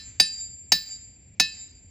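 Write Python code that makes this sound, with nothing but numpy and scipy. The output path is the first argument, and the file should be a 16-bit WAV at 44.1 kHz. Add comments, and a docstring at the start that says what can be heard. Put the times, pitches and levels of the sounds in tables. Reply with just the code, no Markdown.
"""Hammer on a ringing boulder

An open field of rocks, a stereo microphone a few metres from a steel hammer striking a boulder.
Each blow cracks, thuds, scatters among the stones and sets the boulder's short bell tones going.
The hammer head sings on as it is lifted and brought down, its motion bending the pitch.
The trees send back a faint echo over a low rumble of air."""
import sys
import numpy as np
from scipy import signal
from scipy.fft import rfft, irfft
from scipy.io import wavfile

SR = 44100
rng = np.random.default_rng(int(sys.argv[2]) if len(sys.argv) > 2 else 0)


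def generate_wav(signal):
    """Clip the signal to [-1, 1] and save it as 16-bit WAV at the path in sys.argv[1]."""
    frames = np.transpose(np.atleast_2d(signal))
    scaled = np.clip(frames, -1, 1) * 32767
    pcm = np.round(scaled).astype(np.int16)
    wavfile.write(sys.argv[1], SR, pcm)


N = 83790

# The boulder's modes: pitch_hz, t60_s, spot_a_db, spot_b_db, spot_c_db
BOULDER_MODES = [(770, .045, -22, -24, -23), (1769, .23, -27, -25, -23), (2572, .28, -30, -38, -21),
                 (2742, .31, -40, -42, -34), (3128, .36, -42, -44, -40), (3816, .175, -20, -21, -19),
                 (3983, .25, -23, -22, -19), (4294, .29, -31, -26, -27), (4470, .14, -24, -24, -20),
                 (4922, .32, -29, -26, -26), (5074, .16, -18, -16, -19), (5160, .20, -24, -22, -21),
                 (5423, .13, -34, -39, -27), (5523, .26, -44, -40, -43), (6296, .10, -27, -33, -22),
                 (6557, .16, -40, -33, -45), (6755, .06, -28, -29, -22), (7058, .13, -42, -47, -34)]
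def boulder(t, spot):
    """Bell tones of the rock; their balance depends on the spot that is struck."""
    phases = 2 * np.pi * rng.random(len(BOULDER_MODES))
    return sum(amp(spots_db["ABC".index(spot)]) * fade(t, t60) * np.sin(2 * np.pi * hz * t + phase)
               for (hz, t60, *spots_db), phase in zip(BOULDER_MODES, phases))


# Colour of steel on stone: frequency_hz, relative_db
CRACK_SPECTRUM = [(130, -25.5), (500, -12), (820, -2.5), (1150, -7.5), (2200, 0.5), (3300, -1), (4700, 3.5),
                  (6400, 3.5), (8200, -10), (10500, -8.5), (12100, -31), (13400, -10.5), (14900, -13.5),
                  (16000, -22)]
# Decay of its bands: centre_hz, t60_s
CRACK_BANDS = [(400, 0.079), (1000, .028), (5000, 0.036), (15000, 0.061)]
# Its left-right likeness at the microphone: frequency_hz, correlation
CRACK_LIKENESS = [(200, 0.99), (1000, .93), (2500, 0.75), (6000, 1), (13000, .6)]
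def crack(t, rise_s=.00033, hold_s=.0035):
    """The burst of the contact holds for a moment, then each band dies at its own speed."""
    hz = np.fft.rfftfreq(N, 1 / SR)
    spectrum = rfft(noise(CRACK_SPECTRUM, CRACK_LIKENESS))
    burst = 0
    for centre_hz, t60 in CRACK_BANDS:
        band = read([(f, f == centre_hz) for f, _ in CRACK_BANDS], hz)
        burst += irfft(spectrum * band, N) * fade(np.maximum(t - hold_s, 0), t60)
    return amp(-14) * np.minimum(t / rise_s, 1) * burst


# The steel head's modes: pitch_hz
HEAD_PITCHES = [4768, 4768, 7308, 8851, 14750]
# The same modes and their reflections: name, base_t60_s, shimmer_db, shimmer_t60_s, flutter_hz
HEAD_MODES = [("clang", 0.051, -29, .12, 40), ("low", 0.57, -1, 0.87, 26), ("high", 3.34, -4.5, 2, 34),
              ("ping", 0.13, -17.5, 0.43, 17), ("top", .25, -2, .33, 35)]
# The swing after each blow; the grip scales the ring time, and two tones swell as they face the
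# microphone: lift_s, grip_factor, high_facing_s, low_facing_s, low_width_s, low_swell_db
HAMMER_SWINGS = [(.14, 1.8, 0.17, .2, .06, -2.5), (0.161, 1.26, .23, 0.19, 0.21, 11),
                 (.24, 1.12, .21, .225, .055, 18), (0.342, 0.76, 0.23, .27, .1, 7.5)]
def hammer(t, swing, levels_db):
    """The head rings flat moving away and sharp coming down; its reflections shimmer among the stones."""
    lift_s, grip, high_facing_s, low_facing_s, low_width_s, low_swell_db = swing
    lift_m_per_s, top_m_per_s, drop_m_per_s2, sound_m_per_s = .6, 1.6, 6.5, 343
    approach = np.where(t < lift_s, -lift_m_per_s * t / lift_s,
                        drop_m_per_s2 * (t - lift_s) - lift_m_per_s)
    doppler_s = np.cumsum(1 + np.minimum(approach, top_m_per_s) / sound_m_per_s) / SR
    facing_db = {"low": low_swell_db * np.exp(-((t - low_facing_s) / low_width_s) ** 2),
                 "high": 9.5 * np.exp(-((t - high_facing_s) / .034) ** 2)}
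    away_db = 37.5 * np.maximum(t - .28 * grip, 0)  # the raised head turns from the microphone
    tones = 0
    for hz, mode, level_db in zip(HEAD_PITCHES, HEAD_MODES, levels_db):
        name, t60, shimmer_db, shimmer_t60, flutter_hz = mode
        direct = amp(facing_db.get(name, 0) - away_db) * fade(t, t60 * grip)
        shimmer = amp(shimmer_db) * fade(t, shimmer_t60) * flutter(flutter_hz)
        tones += amp(level_db) * ((direct + shimmer) * np.exp(2j * np.pi * hz * doppler_s)).imag
    return tones


# Low modes of the boulder on its bed: pitch_hz, t60_s, level_db
THUD_MODES = [(112, .12, -47), (164, .11, -37.5), (191.5, 0.17, -41), (269, 0.079, -35.5),
              (389, 0.027, -45)]
def thud(t, rise_cycles=1.8):
    """The boulder's dull knock on its bed; the deeper a mode, the later it builds up."""
    return sum(amp(db) * bloom(t, rise_cycles / hz, t60) * np.sin(2 * np.pi * hz * t)
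               for hz, t60, db in THUD_MODES)


# Reflections off the nearby stones: frequency_hz, relative_db
STONE_SPECTRUM = [(150, 4.5), (500, -10.5), (1300, -7.5), (2300, 1.5), (4500, 4), (6400, 3), (8200, -14),
                  (10300, -2.5), (12200, -26.5), (14500, -13), (16500, -33.5)]
# Reflections off the trees: frequency_hz, relative_db
TREE_SPECTRUM = [(300, -15), (1250, -3), (2300, 9), (3300, -0.5), (4600, 3.5), (5600, -9), (6400, 11),
                 (7400, -1.5), (8000, -27.5), (10000, -15), (12000, -35.5)]
# Left-right likeness of diffuse sound at the microphone: frequency_hz, correlation
DIFFUSE_LIKENESS = [(50, 1), (300, 0.92), (900, .55), (2300, 0.74), (5000, 0.72), (15000, .5)]
def crack_echo(t):
    """The crack scatters among the stones close by, then returns from the trees farther off."""
    stones = amp(-32.5) * noise(STONE_SPECTRUM, DIFFUSE_LIKENESS) * bloom(t, rise_s=.004, t60=.23)
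    trees = amp(-59) * noise(TREE_SPECTRUM, DIFFUSE_LIKENESS) * bloom(t, rise_s=.18, t60=.84)
    return stones + trees


def ring_echo(t, ring, top_hz=6000):
    """A faint, dull, smeared return of the ringing from the edge of the wood."""
    tail = rng.standard_normal((2, N)) * bloom(t, rise_s=.18, t60=.5)
    tail /= np.linalg.norm(tail[0])
    tail = signal.sosfilt(signal.butter(10, top_hz, fs=SR, output="sos"), tail)
    return amp(-27.5) * signal.fftconvolve(ring, tail, axes=1)[:, :N]


# Still air over the field: frequency_hz, relative_db
AIR_SPECTRUM = [(20, -41.5), (32, -15.5), (50, 2), (90, 3), (130, -7.5), (260, -11.5), (380, -21),
                (800, -28.5), (1250, -41), (2300, -24), (3300, -36), (5600, -40), (6500, -38.5),
                (8500, -69), (16000, -81.5)]
# Contour of its low rumble: time_s, relative_db
RUMBLE_CONTOUR = [(0.0, -58.5), (0.111, -48.5), (0.296, -63), (0.528, -50.5), (0.593, -63), (0.618, -53.5),
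                  (0.902, -64.5), (0.972, -54), (1.162, -57), (1.334, -51), (1.354, -57.5), (1.9, -55.5)]
def air(t, rumble_top_hz=200, swell_depth=.87):
    """Steady outdoor hush whose low rumble swells and sinks."""
    time_s, db = np.transpose(RUMBLE_CONTOUR)
    swell_db = swell_depth * np.interp(t, time_s, db - db.mean())
    hush = noise(AIR_SPECTRUM, DIFFUSE_LIKENESS)
    rumble = signal.sosfiltfilt(signal.butter(2, rumble_top_hz, fs=SR, output="sos"), hush)
    return amp(-54.5) * (hush + rumble * (amp(swell_db) - 1))


def amp(db):
    """Decibels to gain."""
    return 10 ** (np.asarray(db) / 20)


def fade(t, t60):
    """Exponential decay, 60 dB in t60 seconds."""
    return np.exp(-np.log(1000) * t / t60)


def bloom(t, rise_s, t60):
    """Swells for rise_s, then dies away."""
    return np.minimum(t / rise_s, 1) * fade(np.maximum(t - rise_s, 0), t60)


def read(points, hz):
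    """Reads a table on a log-frequency axis."""
    f, value = np.transpose(points)
    return np.interp(np.log(hz + 1), np.log(f + 1), value)


def noise(spectrum, likeness):
    """Stereo noise of level 1 with a given colour and left-right likeness."""
    hz = np.fft.rfftfreq(N, 1 / SR)
    mid, side = rfft(rng.standard_normal((2, N)))
    correlation = read(likeness, hz)
    mid, side = mid * np.sqrt(1 + correlation), side * np.sqrt(1 - correlation)
    stereo = irfft(np.array([mid + side, mid - side]) * amp(read(spectrum, hz)), N)
    return stereo / stereo.std()


def flutter(rate_hz):
    """Slow random wavering of size and phase, level 1."""
    white = rng.standard_normal(N) + 1j * rng.standard_normal(N)
    waver = np.fft.ifft(white * np.exp(-(np.fft.fftfreq(N, 1 / SR) / rate_hz) ** 2 / 2))
    return waver / waver.std()


def add(mix, start_s, sound):
    """Mixes a sound in at start_s; one that starts before zero leaves only its tail."""
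    at = round(start_s * SR)
    sound = sound[..., max(-at, 0):]
    part = mix[:, max(at, 0):][:, :sound.shape[-1]]
    part += sound[..., :part.shape[1]]


# The blows, ending with the head's five tones:
# start_s, boulder_spot, knock_gain_db, clang_db, low_db, high_db, ping_db, top_db
HAMMER_BLOWS = [(-.095, "B", 2.5, -9, -48, -48, -48.5, -69.5), (0.199, "A", 1, -4, -33, -36.5, -22, -61.5),
                (0.7197, "B", 2.5, -8, -33.5, -40.5, -33.5, -33.5),
                (1.3985, "C", 1.5, -13, -36, -40, -46.5, -61.5)]
def scene(contact_s=.001):
    """Blows and echoes in the open field; each new contact stops the hammer's earlier ringing."""
    t = np.arange(N) / SR
    ring, knocks = np.zeros((2, 2, N))
    ends_s = [blow[0] for blow in HAMMER_BLOWS[1:]] + [np.inf]
    for (start_s, spot, knock_db, *head_db), swing, end_s in zip(HAMMER_BLOWS, HAMMER_SWINGS, ends_s):
        head_free = np.clip((end_s - start_s - t) / contact_s + 1, 0, 1)
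        tones = boulder(t, spot) + head_free * hammer(t, swing, head_db)
        add(ring, start_s, np.minimum(t / contact_s, 1) * tones)
        add(knocks, start_s, amp(knock_db) * (crack(t) + thud(t) + crack_echo(t)))
    return ring + ring_echo(t, ring) + knocks + air(t)


# Phase between the microphone's two ports: frequency_hz, left_lead_rad
PORT_PHASE = [(1200, 0), (1770, -.4), (2570, .15), (3800, .5), (4800, .5), (6300, 0), (7310, -1),
              (7700, -1), (8500, 2), (9200, 2), (10300, 1), (14700, -1.3)]
def record(dry, ceiling=.75, top_hz=16000):
    """The microphone: phase between its two ports, soft overload on the peaks, then the band limit."""
    lead = read(PORT_PHASE, np.fft.rfftfreq(2 * N, 1 / SR))
    ports = irfft(rfft(dry, 2 * N) * np.exp(.5j * np.array([lead, -lead])), 2 * N)[:, :N]
    squashed = ports / (1 + (ports / ceiling) ** 4) ** (1 / 4)
    lowpass = signal.firwin(511, top_hz, window=("kaiser", 9), fs=SR)
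    return signal.oaconvolve(squashed, lowpass[None], "same")


dry = scene()
out = record(dry)
generate_wav(out)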